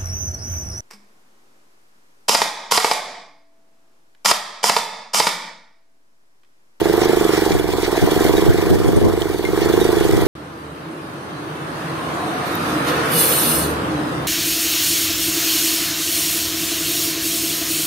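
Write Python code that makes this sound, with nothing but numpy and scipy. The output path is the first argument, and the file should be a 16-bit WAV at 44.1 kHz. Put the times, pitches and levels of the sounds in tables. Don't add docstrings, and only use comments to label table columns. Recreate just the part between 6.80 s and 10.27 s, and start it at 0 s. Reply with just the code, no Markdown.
import sys
import numpy as np
from scipy import signal
from scipy.fft import rfft, irfft, next_fast_len
from scipy.io import wavfile
from scipy.ndimage import uniform_filter1d, minimum_filter1d, map_coordinates

SR = 44100
rng = np.random.default_rng(int(sys.argv[2]) if len(sys.argv) > 2 else 0)


def wav_out(sig):
    wavfile.write(sys.argv[1], SR, np.round(np.clip(np.atleast_2d(sig).T, -1, 1) * 32767).astype(np.int16))


N = 153027


def amp(db):
    return 10 ** (np.asarray(db) / 20)


def unit(x):
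    return x / np.sqrt(np.mean(x ** 2) + 1e-20)


def along(points, hz):
    f, v = np.transpose(points)
    return np.interp(np.log(hz + 1), np.log(f + 1), v)


def curve(rows):
    return np.interp(np.arange(N) / SR, *np.transpose(rows))


def filtered(x, response):
    m = next_fast_len(N + SR // 2)
    spectrum = rfft(x, m) * response(np.fft.rfftfreq(m, 1 / SR))
    return irfft(spectrum, m)[..., :N]


def shaped(x, points):
    return filtered(x, lambda hz: amp(along(points, hz)))


def minimum_phase(points, size=8192):
    cepstrum = irfft(np.log(amp(along(points, np.fft.rfftfreq(size, 1 / SR)))))
    cepstrum[1:size // 2] *= 2
    cepstrum[size // 2 + 1:] = 0
    return irfft(np.exp(rfft(cepstrum)))


def impulses(times_s, gains):
    at = np.round(times_s * SR).astype(int)
    inside = (at >= 0) & (at < N)
    return np.bincount(at[inside], gains[inside], N)


def bumps(rows):
    t = np.arange(N) / SR
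    return np.array([amp(db) * np.exp(-((t - s) / half_s) ** 2) for s, db, half_s in rows])


def fading(kicks, life_s):
    return signal.lfilter([1], [1, -np.exp(-1 / (life_s * SR))], kicks ** 2)


def wobble(knots_per_s):
    return map_coordinates(rng.standard_normal(1000), [np.arange(N) * knots_per_s / SR], mode="wrap")


def patchy(pair, depth_db):
    z = signal.stft(pair, nperseg=512)[2]
    field = uniform_filter1d(rng.standard_normal(z.shape[1:]), size=4, axis=0)
    field = uniform_filter1d(field, size=7, axis=1)
    return signal.istft(z * amp(depth_db * unit(field)), nperseg=512)[1][:, :N]


# (frequency [Hz], likeness [-1..1])
MACHINE_LIKENESS = [(300, 0.5), (1200, 1), (2100, 0.7), (2650, 1), (3300, 0.42), (5000, 0.35),
                    (10000, 0.31)]


def noise_pair(likeness):
    def mid_side_gains(hz):
        turn = np.arccos(np.clip(along(likeness, hz), -1, 1)) / 2
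        return np.array([np.cos(turn), np.sin(turn)])

    mid, side = filtered(rng.standard_normal((2, N)), mid_side_gains)
    return np.array([mid + side, mid - side])


# (frequency [Hz], left minus right [dB])
BALANCE = [(150, 14), (400, 3.5), (800, -2.5), (1250, -1), (1650, 2.5), (2400, 1), (3400, -2), (6000, -3),
           (9000, -3), (13000, -10)]


def placed(sound):
    return filtered(sound, lambda hz: amp(np.outer([.5, -.5], along(BALANCE, hz))))


# (time [s], firing rate [1/s])
SPEED = [(0.0, 24.155), (0.131, 24.752), (0.324, 26.534), (0.483, 23.747), (0.668, 23.185), (0.755, 22.064),
         (1.176, 20.193), (1.367, 22.771), (1.54, 23.09), (1.743, 25.37), (1.937, 22.07), (2.306, 24.917),
         (2.381, 25.922), (2.574, 20.187), (2.872, 25.032), (3.039, 26.8), (3.152, 24.813), (3.47, 22.681)]
FIRST_FIRING_S = .0154


def engine_turns():
    return np.cumsum(curve(SPEED)) / SR


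def cycle_times(share):
    t = np.arange(N) / SR
    turns = engine_turns()
    turns -= np.interp(FIRST_FIRING_S, t, turns)
    return np.interp(np.arange(-1, int(turns[-1]) + 1) + share, turns, t, left=-1, right=-1)


def per_cycle(share, db, scatter_db):
    times_s = cycle_times(share)
    return impulses(times_s, amp(db + scatter_db * rng.standard_normal(len(times_s))))


def shaft_wave(multiple):
    return np.sin(2 * np.pi * (multiple * engine_turns() + rng.random()))


# (time [s], level [dB])
WIND_LEVEL = [(0, -28.5), (.55, -37), (.95, -25.5), (1.15, -35), (1.55, -18.5), (1.83, -23), (2.05, -17.5),
              (2.3, -20), (2.42, -27), (2.58, -29), (2.9, -24.5), (3.47, -21.5)]
# (time [s], level [dB], half length [s], splutter re rumble [dB])
BUFFETS = [(0.752, -12.5, 0.031, -31), (1.24, -10, 0.019, -14), (1.692, -2, 0.013, -14.5),
           (1.928, -10.5, 0.032, -8.5), (2.089, -16, 0.038, -4), (2.174, -9, 0.015, -7),
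           (2.26, -12, 0.037, -2), (3.376, -16, 0.063, -8)]
# (frequency [Hz], level [dB per Hz])
WIND_SPECTRUM = [(15, -14), (45, -9), (85, 0), (200, -9), (350, -13.5), (600, -17.5), (1000, -82),
                 (2500, -70)]
SPLUTTER_SPECTRUM = [(60, -44), (180, -0.5), (350, 3.5), (650, -8.5), (1100, -17), (2500, -74)]
WIND_LIKENESS = -0.93


def wind(flutter_db=1.0, flutter_knots_per_s=30):
    rumble = unit(shaped(noise_pair([(100, WIND_LIKENESS)]), WIND_SPECTRUM))
    splutter = unit(shaped(rng.standard_normal((2, N)), SPLUTTER_SPECTRUM))
    buffets = bumps([row[:3] for row in BUFFETS])
    splutter_gain = amp([row[-1] for row in BUFFETS]) @ buffets
    steady_gain = amp(curve(WIND_LEVEL) + flutter_db * wobble(flutter_knots_per_s))
    return rumble * np.hypot(steady_gain, buffets.sum(axis=0)) + splutter * splutter_gain


# (time [s], level [dB])
POPS = [(1.239, -3), (1.376, -7), (1.907, -5), (1.9195, 1), (2.09, -7), (2.2237, -4), (2.2689, -2)]
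POP_HALF_S, POP_RIGHT_DB = 0.0017, -5


def pops():
    t = np.arange(N) / SR
    push = np.zeros(N)
    for s, db in POPS:
        squared = ((t - s) / POP_HALF_S) ** 2
        push += amp(db) * (1 - 2 * squared) * np.exp(-squared)
    return np.array([push, -amp(POP_RIGHT_DB) * push])


# (time [s], level [dB], half length [s])
SCRAPES = [(0.238, -25.5, 0.027), (.55, -29, 0.054), (0.721, -25.5, 0.0088), (1.047, -24, 0.02),
           (2.835, -27.5, 0.02)]
# (frequency [Hz], level [dB per Hz])
GRIT_SPECTRUM = [(700, -44), (1900, 17.5), (3000, 9.5), (4300, 10), (5800, 6.5), (7500, -4), (15000, -40)]


def scrapes(grain_db=1.8, grain_knots_per_s=400):
    grains = patchy(noise_pair(MACHINE_LIKENESS), depth_db=0.5) * amp(grain_db * wobble(grain_knots_per_s))
    return unit(placed(shaped(grains, GRIT_SPECTRUM))) * bumps(SCRAPES).sum(axis=0)


JINGLE_LOW_HZ, JINGLE_HIGH_HZ, JINGLE_T60_S = 680.5, 2285, .08
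JINGLE_RE_RASP_DB, JINGLE_TILT_DB = -8, -4


def jingle(count=600):
    out, t = np.zeros(N + SR), np.arange(SR // 4) / SR
    for when, pitch, size in rng.random((count, 3)):
        hz = JINGLE_LOW_HZ * (JINGLE_HIGH_HZ / JINGLE_LOW_HZ) ** pitch
        decay = amp(JINGLE_TILT_DB * pitch + 2 * size - 60 * t / JINGLE_T60_S)
        out[int(when * N):][:len(t)] += np.sin(2 * np.pi * hz * t) * decay
    return unit(placed(out[:N])) * amp(curve(RASP_LEVEL) + JINGLE_RE_RASP_DB)


# (time [s], level [dB], frequency [Hz], t60 [s])
CLINKS = [(.215, -20, 754, .2), (.225, -30, 5730, 0.14), (.545, -22.5, 720, 0.16), (1.214, -25, 1600, 0.07),
          (1.342, -20.5, 726, 0.24), (1.4411, -25, 14300, 0.071), (1.567, -24, 3795, 0.13),
          (2.4195, -22, 3140, 0.017), (2.6506, -21.5, 2120, 0.086), (2.825, -33, 4360, 0.16),
          (3.0012, -26, 3740, .17), (3.185, -30, 3386, 0.13), (3.3108, -18.5, 2100, 0.016)]
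CRACK_RE_CLINK_DB, CRACK_T60_S = -2.5, 0.023


def clinks(spread=0.0027):
    out, t = np.zeros((2, N + SR)), np.arange(SR // 4) / SR
    noise = unit(shaped(noise_pair(MACHINE_LIKENESS), RATTLE_SPECTRUM))
    for s, db, hz, t60_s in CLINKS:
        at = round(s * SR)
        modes_hz = [hz * (1 + spread * k) for k in (-1, 0, 1)]
        cluster = unit(sum(np.sin(2 * np.pi * (f * t + rng.random())) for f in modes_hz))
        crack = np.roll(noise, -at, axis=1)[:, :len(t)] * amp(CRACK_RE_CLINK_DB - 60 * t / CRACK_T60_S)
        out[:, at:at + len(t)] += amp(db) * (cluster * amp(-60 * t / t60_s) + crack)
    return placed(out[:, :N])


# (time [s], level [dB])
RATTLE_LEVEL = [(0, -35.5), (.62, -31.5), (.85, -37), (1.1, -34.5), (1.45, -30.5), (1.8, -36), (2.1, -36.5),
                (2.3, -40), (2.56, -38.5), (3, -33.5), (3.47, -34)]
RATTLE_TRIM_DB, STEEL_TRIM_DB = 3, -3.5
# (frequency [Hz], level [dB per Hz])
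RATTLE_SPECTRUM = [(600, -29), (1700, 3), (3400, 2), (5300, -2.5), (6700, -3.5), (8500, -2), (10000, -7.5),
                   (12600, -10), (14200, -7), (16000, -15.5)]
# (frequency [Hz], width [Hz], level [dB])
STEEL_MODES = [(927, 19, 5), (1914, 20, 3), (2316, 26, 8), (3403, 55, 5.5), (3804, 15, 3), (4240, 15, 4),
               (4650, 20, 4.5), (5703, 22, 0.5), (11610, 190, -3)]
# (share of cycle [0..1], level [dB])
VALVES = [(0.741, 1.5), (0.828, 4)]
VALVE_TRIM_DB, TICK_LIFE_S = 4, 0.0038
LINK_PEAK_DB, LINK_SPREAD_DB, LINK_LIFE_S, LINKS_PER_S = 1.5, 7, 0.016, 95
TEETH_PER_CYCLE = 0.35


def steel_response(hz):
    return sum(amp(db) * 1j * hz * width / (centre * centre - hz * hz + 1j * hz * width)
               for centre, width, db in STEEL_MODES)


def clatter(scrape_db=-1, tooth_db=-2.5, ring_floor_db=-2):
    ticks = sum(per_cycle(share, VALVE_TRIM_DB + db, scatter_db=1.5) for share, db in VALVES)
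    knock_gain = amp(LINK_PEAK_DB - LINK_SPREAD_DB * rng.random(N))
    knocks = (rng.random(N) < LINKS_PER_S / SR) * knock_gain
    scrape_power = amp(scrape_db + tooth_db * shaft_wave(TEETH_PER_CYCLE)) ** 2
    drive_power = scrape_power + fading(ticks, TICK_LIFE_S) + fading(knocks, LINK_LIFE_S)
    drive = patchy(noise_pair(MACHINE_LIKENESS), depth_db=3.0) * np.sqrt(drive_power)
    rattle = unit(placed(shaped(drive, RATTLE_SPECTRUM)))
    ring_power = amp(ring_floor_db) + fading(ticks + knocks, LINK_LIFE_S)
    ring_drive = noise_pair(MACHINE_LIKENESS) * np.sqrt(ring_power)
    ring = unit(placed(filtered(ring_drive, steel_response)))
    return amp(curve(RATTLE_LEVEL)) * (amp(RATTLE_TRIM_DB) * rattle + amp(STEEL_TRIM_DB) * ring)


# (time [s], level [dB])
RASP_LEVEL = [(0, -28), (.28, -26), (.65, -26.5), (.85, -30), (1.39, -25), (2.6, -32.5), (2.83, -27),
              (3.47, -27.5)]
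RASP_TRIM_DB = 2.5
# (frequency [Hz], level [dB per Hz])
RASP_SPECTRUM = [(30, -8), (90, -7), (250, 1), (380, 2), (560, 0), (720, 1.5), (1000, -0.5), (1300, -5),
                 (1700, -6.5), (2400, -12), (3500, -15.5), (8000, -26.5)]
# (share of cycle [0..1], level [dB])
SURGES = [(0, 2), (.33, -6), (.68, 1)]


def rasp():
    surges = sum(per_cycle(share, db, scatter_db=2) for share, db in SURGES)
    swell = np.sqrt(1 + fading(surges, life_s=0.0025))
    rush = patchy(noise_pair(MACHINE_LIKENESS), depth_db=2.5) * swell
    return unit(placed(shaped(rush, RASP_SPECTRUM))) * amp(curve(RASP_LEVEL) + RASP_TRIM_DB)


# (multiple of firing rate, level [dB])
ORDERS = [(2, -41.5), (4, -41.5), (6, -49), (8, -44)]


def drone(waver_db=2.0, waver_knots_per_s=5.17):
    return sum(amp(db + waver_db * wobble(waver_knots_per_s)) * unit(shaft_wave(round(k)))
               for k, db in ORDERS)


# (time [s], level [dB])
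EFFORT = [(0, -17.5), (.33, -16.5), (.68, -18.5), (.85, -21.5), (1.22, -19.5), (1.54, -16), (1.91, -20.5),
          (2.14, -19.5), (2.59, -23), (2.98, -15.5), (3.47, -20)]
EXHAUST_TRIM_DB, EXHAUST_PAN_DB = 0.5, -3
PUSH_SHARE = .288
# (share of cycle [0..1], level [dB], scatter [dB])
PUFFS = [(0, 4.6, -0.19), (PUSH_SHARE, -1.2, 0.26), (0.702, -12.5, 4)]
# (frequency [Hz], level [dB])
MUFFLER = [(20, -35), (48, -25), (160, -15), (265, -16), (305, 0.5), (385, 3), (490, -6), (570, -25.5),
           (690, -13), (950, -29.5), (1300, -35), (3000, -54)]
ECHO_DB, ECHO_T60_S = -17.5, 0.17


def exhaust():
    puffs = sum(per_cycle(*puff) for puff in PUFFS)
    thumps = signal.fftconvolve(puffs, minimum_phase(MUFFLER))[:N]
    t = np.arange(SR // 4) / SR
    tail = rng.standard_normal(len(t)) * amp(-60 * t / ECHO_T60_S)
    echo = signal.fftconvolve(thumps, tail)[:N]
    heard = unit(unit(thumps) + amp(ECHO_DB) * unit(echo))
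    pan = amp(EXHAUST_PAN_DB * np.array([[1], [-1]]))
    return heard * amp(curve(EFFORT) + EXHAUST_TRIM_DB) * pan


# (frequency [Hz], left lead [rad])
PORT_PHASE = [(100, 0), (300, -1), (450, -1), (650, -.1), (1400, -.05), (2100, -1.4), (2620, -3.14),
              (3200, -4.3), (3600, -6.2), (4300, -6.5), (4900, -9.4), (6500, -12.5), (7600, -15.7),
              (9500, -19), (12000, -19.2), (15500, -25)]


def scene():
    machine = exhaust() + drone() + rasp() + clatter() + jingle() + scrapes() + clinks()
    at_ports = filtered(machine, lambda hz: np.exp(1j * np.outer([1, 0], along(PORT_PHASE, hz))))
    return at_ports + wind() + pops()


CEILING, HOLD_S, TOP_HZ = .97, .006, 15650


def record(dry):
    size = int(HOLD_S * SR)
    needed = CEILING / np.maximum(np.abs(dry).max(axis=0), CEILING)
    gain = uniform_filter1d(minimum_filter1d(needed, size=size), size=size)
    return filtered(dry * gain, lambda hz: hz < TOP_HZ)


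dry = scene()
out = record(dry)
wav_out(out)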